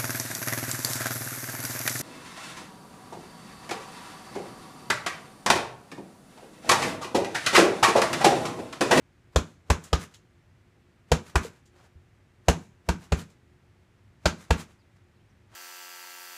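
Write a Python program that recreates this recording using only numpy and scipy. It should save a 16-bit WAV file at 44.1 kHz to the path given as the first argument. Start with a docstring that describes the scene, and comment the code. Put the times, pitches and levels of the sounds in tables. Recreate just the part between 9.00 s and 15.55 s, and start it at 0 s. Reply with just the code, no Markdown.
"""Ten punches land on a heavy bag, heard close by, where it leans in a brick corner beside a glass door.
Each blow is a slow wave of padding, a damped knock of the core, a pop of trapped air and a crackling slap
of vinyl, built from noise bursts and dying sines; the entrance answers with a short noise-made echo.
Grainy noise rubs, swishes and scuffs around the blows, and low dying sines make the thuds.
Far off, a bird chirps in gliding sines over a rumble and a faint hum of filtered noise."""
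import sys
import numpy as np
from scipy import signal
from scipy.fft import rfft, irfft, next_fast_len
from scipy.io import wavfile

SR = 44100
rng = np.random.default_rng(int(sys.argv[2]) if len(sys.argv) > 2 else 0)


def dump_mix(stems):
    """Bounce the given channels to the path in sys.argv[1] as a 16-bit WAV at rate SR."""
    frames = np.atleast_2d(stems).T  # one column per channel
    limited = np.clip(frames, -1, 1)  # hard clip at full scale
    pcm = np.round(limited * 32767).astype(np.int16)
    wavfile.write(sys.argv[1], SR, pcm)


N = 288855
TIME = np.arange(N) / SR   # the whole scene, seconds
BLOW = np.arange(SR // 4) / SR   # the quarter second given to each short sound

# Levels in the tables are those of each source before the final mix.
# The punches. Each row: contact in seconds, heave of the padding in dB, knock of the core in dB,
# slap of the vinyl in dB, hollowness in dB, air pocket in Hz, skin in Hz, crease in Hz.
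PUNCH_LIST = [(0.36, -16, -29.5, -27.7, 4, 510, 1035, 3350), (0.7016, -15, -29, -28, -3, 430, 1020, 2540),
              (0.93, -17.5, -28.5, -29.5, -1, 550, 1255, 5150),
              (2.1174, -18, -24.8, -26.4, 6, 480, 925, 2970),
              (2.3558, -17, -31, -28.2, -6.5, 380, 974, 2500),
              (3.484, -16, -23.2, -25.3, 5.5, 560, 960, 2750),
              (3.8886, -20.3, -26.3, -32.7, -3, 440, 950, 2580),
              (4.1214, -17.5, -26, -33.8, 2, 460, 821, 2500),
              (5.2564, -20.5, -27, -26.8, 2.5, 640, 1570, 4650),
              (5.506, -15.5, -28.5, -28, -.5, 650, 915, 2780)]
# Spectrum of the vinyl slap. Each row: frequency in Hz, relative density in dB per Hz.
SLAP_SPECTRUM = [(100, 2.5), (300, -1), (500, 0), (1000, -8.5), (2000, -12), (3200, -9.5), (5000, -15.5),
                 (7400, -14.5), (8600, -22), (12000, -30), (15500, -34)]
# Nearest walls and floor. 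Each row: typical delay in seconds, level in dB.
NEAR_ECHOES = [(.0024, 0), (.0045, -5), (.0063, -6.5), (0.0115, -8.5), (0.0189, -20.5)]
# Low resonances of the corner. Each row: frequency in Hz, typical level in dB, 60 dB decay in seconds.
BOOM_MODES = [(63.5, -7, .2), (85.5, -2, 0.32), (159.3, 0, .32), (175, -4.5, .18), (230.2, -1, .2),
              (287, -5.5, 0.17), (362, -10.5, 0.15), (475, -9.5, 0.22)]
# Spectrum of rubbing before brightening. Each row: frequency in Hz, relative density in dB per Hz.
RUB_SPECTRUM = [(100, -11), (500, 0.5), (1500, -1.5), (3000, -9.5), (7500, -14.5), (10000, -19.5),
                (15500, -31)]

# Strokes of rubbing around a punch. Each row: delay from contact in seconds, level in dB,
# spread of the stroke in seconds (one standard deviation), brightening in dB per decade.
# After a blow, delay and level are those for a slap of usual strength.
ARM_SWING = (-.012, -65, .019, 0)   # cloth swishes as the arm swings in
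BAG_REBOUND = (.135, -69, .028, 9)   # the bag springs back from a lone blow
BAG_TWIST = (.155, -56.3, .026, 5.5)   # cloth and vinyl rub inside a quick pair of blows
BAG_SLIDE = (.093, -45.8, .02, 7)   # the closing blow pushes the bag along the wall
BAG_SETTLE = (.195, -66.5, .029, 2.5)   # after the slide the bag slips back
# Soles scuffing in the pauses. Each row: centre in seconds, level in dB,
# spread in seconds (one standard deviation), brightening in dB per decade.
SOLE_SCUFFS = [(2.795, -63, .035, -2), (2.85, -62.5, .018, 0), (5.967, -68.5, .0044, 3.5),
               (6.548, -57.5, .024, -2.5)]
# Creases popping back out. Each row: start in seconds, level in dB, lowest frequency in Hz.
CREASE_POPS = [(.837, -52, 6800), (1.139, -55.5, 2800), (2.654, -68, 4500), (4.299, -72, 5500)]
# Dull bumps of feet and of the bag's base. Each row: start in seconds, level in dB, pitch in Hz,
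# 60 dB decay in seconds.
DULL_BUMPS = [(.575, -50.5, 89.9, 0.2), (2.449, -25, 459, 0.04), (2.955, -41, 80, 0.18),
              (3.99, -46, 90, 0.1)]
# Far bird. Each row: start in seconds, length in seconds, start pitch in Hz, end pitch in Hz,
# level in dB.
BIRD_CHIRPS = [(5.785, .05, 5100, 3400, -72), (6.15, .04, 4300, 3500, -76), (6.185, .04, 2800, 3500, -75),
               (6.29, .035, 6000, 5000, -75)]
# Decay of the entrance, apart from the faint tail. Each row: frequency in Hz, 60 dB decay in seconds.
ENTRANCE_DECAY = [(150, .34), (500, 0.24), (1500, 0.18), (5000, 0.14), (12000, 0.099)]
# Colour given to the echoes. Each row: frequency in Hz, gain in dB.
WALL_COLOUR = [(60, -15), (150, -3), (300, 2.5), (550, -7.5), (780, -6), (1150, 0), (3000, -0.3),
               (5000, -1), (7400, 4), (8800, -3), (11000, -2), (15000, -7)]
# Spectrum of the open air. Each row: frequency in Hz, relative density in dB per Hz.
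AIR_SPECTRUM = [(25, -13), (60, -3), (100, 4.5), (160, -5.5), (260, -10.5), (360, -14.5), (550, -18.5),
                (1000, -22), (2000, -22), (4000, -32.5), (8000, -37.8), (15000, -49)]

POP_DB, SMACK_DB, CRACK_DB, FIZZ_DB = 2.8, 2.1, -1.0, -3.1   # parts of a slap, against its level
POP_PER_HOLLOW, SMACK_PER_HOLLOW = .55, .35   # dB per dB: a hollow slap pops more and smacks less
USUAL_SLAP_DB = -29
CRUMPLE_DB, CRUMPLE_PER_DB = .8, .8   # a weak slap is a glancing one and crumples more (dB per dB)
QUICK_S, PAUSE_S = .3, .6   # a shorter rest makes a quick pair, a longer one a pause
CLOSING_DULL_DB = 2.0   # the punch before a pause fizzes less
BOOM_DB = -8.5   # the corner's boom, against the mean of heave and knock
FAR_WALL_S, FAR_WALL_DB = .043, -20   # the deep wave returns once
LAG_S_PER_DB = .003   # after a harder slap the bag travels longer before it rubs
RUB_PER_DB = .35   # and rubs louder (dB per dB)
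AIR_DB = -60
HUM_HZ, HUM_DB = 358, -74
CUTOFF_HZ = 15400


def punches():
    """All blows on the bag, as a bright part that fills the entrance with echoes and a deep part."""
    bright, deep = np.zeros(N), np.zeros(N)
    for (s, heave_db, knock_db, *vinyl), rest_s in zip(PUNCH_LIST, rests()):
        dull_db = CLOSING_DULL_DB * (rest_s > PAUSE_S)
        add(bright, s - BLOW[-1], puff())   # ends at contact
        add(bright, s, slap(*vinyl, dull_db=dull_db))
        add(bright, s, knock(knock_db))
        lead_s, wave = heave(heave_db)
        add(deep, s - lead_s, wave)
        add(deep, s - lead_s + FAR_WALL_S, from_db(FAR_WALL_DB) * wave)
        add(deep, s + .004, corner_boom((heave_db + knock_db) / 2 + BOOM_DB))
    return bright, deep


def rests():
    """Seconds from each punch to the next, endless after the last."""
    return np.diff([s for s, *_ in PUNCH_LIST], append=np.inf)


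def slap(db, hollow_db, pocket_hz, skin_hz, crease_hz, dull_db):
    """The contact pops the trapped air, smacks the taut skin and cracks its creases."""
    touch = colour(contact(CRUMPLE_DB + CRUMPLE_PER_DB * (USUAL_SLAP_DB - db)), SLAP_SPECTRUM)
    pop = unit(band(touch, 370, 680)) - .9 * unit(ring(pocket_hz, t60=.03))
    smack = unit(band(touch, 880, 1700, order=3)) + .8 * unit(ring(skin_hz, t60=0.036))
    creased = touch + 2.2 * resonate(touch, crease_hz, q=6)   # the fold under the fist has its own pitch
    crack = band(creased, 2000, 4200, order=3)
    fizz = band(creased, 4200, 17000, order=3)
    parts = burst(pop, POP_DB + POP_PER_HOLLOW * hollow_db)
    parts += burst(smack, SMACK_DB - SMACK_PER_HOLLOW * hollow_db)
    parts += burst(crack, CRACK_DB)
    parts += burst(fizz, FIZZ_DB - dull_db)
    return from_db(db) * parts


def contact(crumple_db, touch_s=0.00058, fold_s=.008, grain_db=4.0, echo_s=.0014):
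    """A sharp touch, scattered back by the nearest walls, while creases of vinyl snap flat."""
    grain = from_db(grain_db * rng.standard_normal(len(BLOW)))
    snaps = rng.standard_normal(len(BLOW)) * grain
    out = from_db(crumple_db - 1) * unit(snaps * np.exp(-BLOW / fold_s))
    out += 0.53 * unit(rng.standard_normal(len(BLOW)) * np.exp(-BLOW / touch_s))
    out[0] -= .55   # the first instant of contact
    for delay_s, db in NEAR_ECHOES:
        lag = max(int(delay_s * SR * rng.uniform(.85, 1.15)), 1)   # each blow lands in another spot
        echo = unit(rng.standard_normal(len(BLOW)) * np.exp(-BLOW / echo_s))
        out[lag:] += from_db(db) * echo[:-lag]
    return out


def heave(db, hz=68, swell_s=.0125, lead_s=0.015, width=0.305):
    """The padding draws in, bulges and settles in about two slow cycles; starts lead_s before contact."""
    t = BLOW - lead_s
    peak_s = lead_s + swell_s * .7
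    swell = np.exp(-.5 * (np.log((BLOW + 1e-6) / peak_s) / width) ** 2)
    sway = np.sin(2 * np.pi * hz * rng.uniform(1.0, 1.05) * (t - .0018))
    return lead_s, burst(swell * sway, db)


def knock(db, hz=170, swell_s=0.0092, rough=0.27):
    """The core of the bag is shoved against the wall: a short, heavily damped knock."""
    core = np.sin(2 * np.pi * hz * rng.uniform(.93, 1.07) * (BLOW - .003))
    filling = band(rng.standard_normal(len(BLOW)), 110, 340)
    swell = BLOW * np.exp(-BLOW / swell_s)
    return burst(unit(core * swell) + rough * unit(filling * swell), db)


def corner_boom(db, rise_s=0.0087):
    """Each blow wakes the corner's low resonances with strengths of its own."""
    modes = np.zeros(len(BLOW))
    for k, (hz, level_db, t60) in enumerate(BOOM_MODES):
        strength = from_db(level_db + rng.normal(0, 0.58))
        modes += ring(hz, t60) * strength * (-1) ** k   # neighbours start in opposite directions
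    return burst(modes * (1 - np.exp(-BLOW / rise_s)), db)


def puff(db=-48, rise_s=0.0036):
    """Air is squeezed from between fist and bag, swelling up to the moment of contact."""
    air = band(rng.standard_normal(len(BLOW)), 140, 650, order=3)
    return burst(air * np.exp(-BLOW[::-1] / rise_s), db)


def rubbing():
    """Cloth swishes around each punch; what rubs after it depends on how soon the next one comes."""
    out = np.zeros(N)
    swing_delay_s, *swing = ARM_SWING
    for (s, _, _, slap_db, *_), rest_s in zip(PUNCH_LIST, rests()):
        add(out, s + swing_delay_s - BLOW.mean(), rub(*swing))
        if rest_s < QUICK_S:
            strokes = [BAG_TWIST]
        elif rest_s > PAUSE_S:
            strokes = [BAG_SLIDE, BAG_SETTLE]
        else:
            strokes = [BAG_REBOUND]
        force_db = slap_db - USUAL_SLAP_DB
        for delay_s, db, spread_s, bright_db in strokes:
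            centre_s = s + delay_s + LAG_S_PER_DB * force_db
            stroke = rub(db + RUB_PER_DB * force_db, spread_s, bright_db)
            add(out, centre_s - BLOW.mean(), stroke)
    return out


def rub(db, spread_s, bright_db, grain_db=5.0, clump_db=1.5):
    """Tiny slips, gathered in clumps, under one stroke that is centred in the returned sound."""
    t = BLOW - BLOW.mean()
    clumps = signal.resample(rng.standard_normal(60), len(t))
    grain = from_db(grain_db * rng.standard_normal(len(t)) + clump_db * clumps)
    slips = rng.standard_normal(len(t)) * grain
    spectrum = [(hz, level_db + bright_db * np.log10(hz)) for hz, level_db in RUB_SPECTRUM]
    slips = colour(slips, spectrum)
    stroke = np.exp(-.5 * (t / spread_s) ** 2)
    return from_db(db) * slips / slips.std() * stroke


def shifting(crease_s=0.01):
    """Soles scuff as grainy noise, creases pop as sparse snaps, feet and base bump as dying sines."""
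    out = np.zeros(N)
    for s, db, spread_s, bright_db in SOLE_SCUFFS:
        add(out, s - BLOW.mean(), rub(db, spread_s, bright_db))
    for s, db, low_hz in CREASE_POPS:
        sparse = rng.standard_normal(len(BLOW)) ** 3   # cubing lets few snaps stand out
        snaps = sparse * np.sqrt(BLOW) * np.exp(-BLOW / crease_s)
        add(out, s, burst(band(colour(snaps, SLAP_SPECTRUM), low_hz, 17000), db))
    for s, db, hz, t60 in DULL_BUMPS:
        soft_start = 1 - np.exp(-BLOW / 0.0021)
        add(out, s, from_db(db) * ring(hz, t60) * soft_start)
    return out


def entrance(x, build_s=0.007, late_db=-19, late_t60=0.43, spill=0.22, diffuse=.55):
    """Brick and glass return part along fixed paths, part as diffuse wash; a faint yard tail follows."""
    t = TIME[:SR]
    edges = np.geomspace(90, 18000, 12)   # band edges, Hz
    washes, paths = np.zeros(N), np.zeros(len(t))
    for low, high in zip(edges, edges[1:]):
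        early = from_db(-60 * t / at_hz(ENTRANCE_DECAY, np.sqrt(low * high)))
        late = from_db(late_db - 60 * t / late_t60)
        decay = unit((early + late) * (1 - np.exp(-(t / build_s) ** 2)))
        path = unit(band(rng.standard_normal(len(t)), low, high, order=4) * decay)
        paths += path * np.sqrt(2 * (high - low) / SR)
        # the wash follows the energy of the sound, with some spilling in from beside the band
        fed = band(x, low, high) ** 2 + spill * band(x, low, high, order=1) ** 2
        energy = np.maximum(signal.fftconvolve(fed, decay ** 2)[:N], 0)
        wash = band(rng.standard_normal(N), low, high, order=4)
        washes += np.sqrt(diffuse * energy) * wash / wash.std()
    fixed = np.sqrt(1 - diffuse) * signal.fftconvolve(x, paths)[:N]
    return colour(washes + fixed, WALL_COLOUR)


def bird(waver_hz=150):
    """Thin whistles of a far bird: sines that glide and waver in pitch."""
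    out = np.zeros(N)
    for s, length_s, start_hz, end_hz, db in BIRD_CHIRPS:
        u = np.linspace(0, 1, int(length_s * SR))
        waver = waver_hz * signal.resample(rng.standard_normal(20), len(u))
        hz = start_hz + (end_hz - start_hz) * u ** 2 + waver
        whistle = np.sin(2 * np.pi * np.cumsum(hz) / SR)
        add(out, s, from_db(db) * np.sin(np.pi * u) * whistle)
    return out


def outdoors():
    """Steady distant rumble and hiss, with the faint wavering hum of a far machine."""
    air = colour(rng.standard_normal(N), AIR_SPECTRUM)
    hum = resonate(rng.standard_normal(N), HUM_HZ, q=50)
    return from_db(AIR_DB) * air / air.std() + from_db(HUM_DB) * hum / hum.std()


def from_db(db):
    """Decibels to gain."""
    return 10 ** (np.asarray(db) / 20)


def unit(x):
    """Scale to an energy of one."""
    return x / np.sqrt(np.sum(x ** 2) + 1e-20)


def burst(x, db):
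    """Scale a short sound to a level taken over a fiftieth of a second."""
    return unit(x) * np.sqrt(SR / 50) * from_db(db)


def at_hz(points, hz):
    """Read a table on a log-frequency axis."""
    f, v = np.transpose(points)
    return np.interp(np.log(np.maximum(hz, 1)), np.log(f), v)


def add(out, s, x):
    """Mix a sound in at a given time."""
    i = max(round(s * SR), 0)
    out[i:i + len(x)] += x[:max(N - i, 0)]


def band(x, low_hz, high_hz, order=2):
    """Causal band-pass."""
    edges = [low_hz, min(high_hz, SR / 2 - 1)]
    sos = signal.butter(order, edges, "band", fs=SR, output="sos")
    return signal.sosfilt(sos, x + 1e-18)


def colour(x, spectrum):
    """Causal (minimum-phase) filter with the given spectrum, by folding its cepstrum."""
    n = 2 * next_fast_len(len(x))
    hz = np.arange(n // 2 + 1) * SR / n
    cepstrum = irfft(np.log(from_db(at_hz(spectrum, hz))))
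    cepstrum[1:n // 2] *= 2
    cepstrum[n // 2 + 1:] = 0
    return irfft(rfft(x, n) * np.exp(rfft(cepstrum)))[:len(x)]


def resonate(x, hz, q):
    """Resonance with a gain of one on top."""
    return signal.lfilter(*signal.iirpeak(hz, max(q, .5), fs=SR), x + 1e-18)


def ring(hz, t60):
    """A dying sine that falls 60 dB in t60 seconds."""
    return np.sin(2 * np.pi * hz * BLOW) * from_db(-60 * BLOW / t60)


def scene():
    """Blows and small sounds in the entrance, over the open air."""
    bright, deep = punches()
    near = bright + rubbing() + shifting()
    close = from_db(2.0) * near + deep
    echoes = from_db(-6.5) * entrance(near)
    return (close + echoes + bird() + outdoors())[None]   # one channel


def record(dry, top=0.74):
    """The microphone drops the deepest bass, rounds the peaks and cuts the top."""
    x = signal.sosfilt(signal.butter(2, 31, "high", fs=SR, output="sos"), dry)
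    x = top * np.tanh(x / top)
    return signal.sosfilt(signal.ellip(12, .1, 70, CUTOFF_HZ, fs=SR, output="sos"), x)


dry = scene()
out = record(dry)
dump_mix(out)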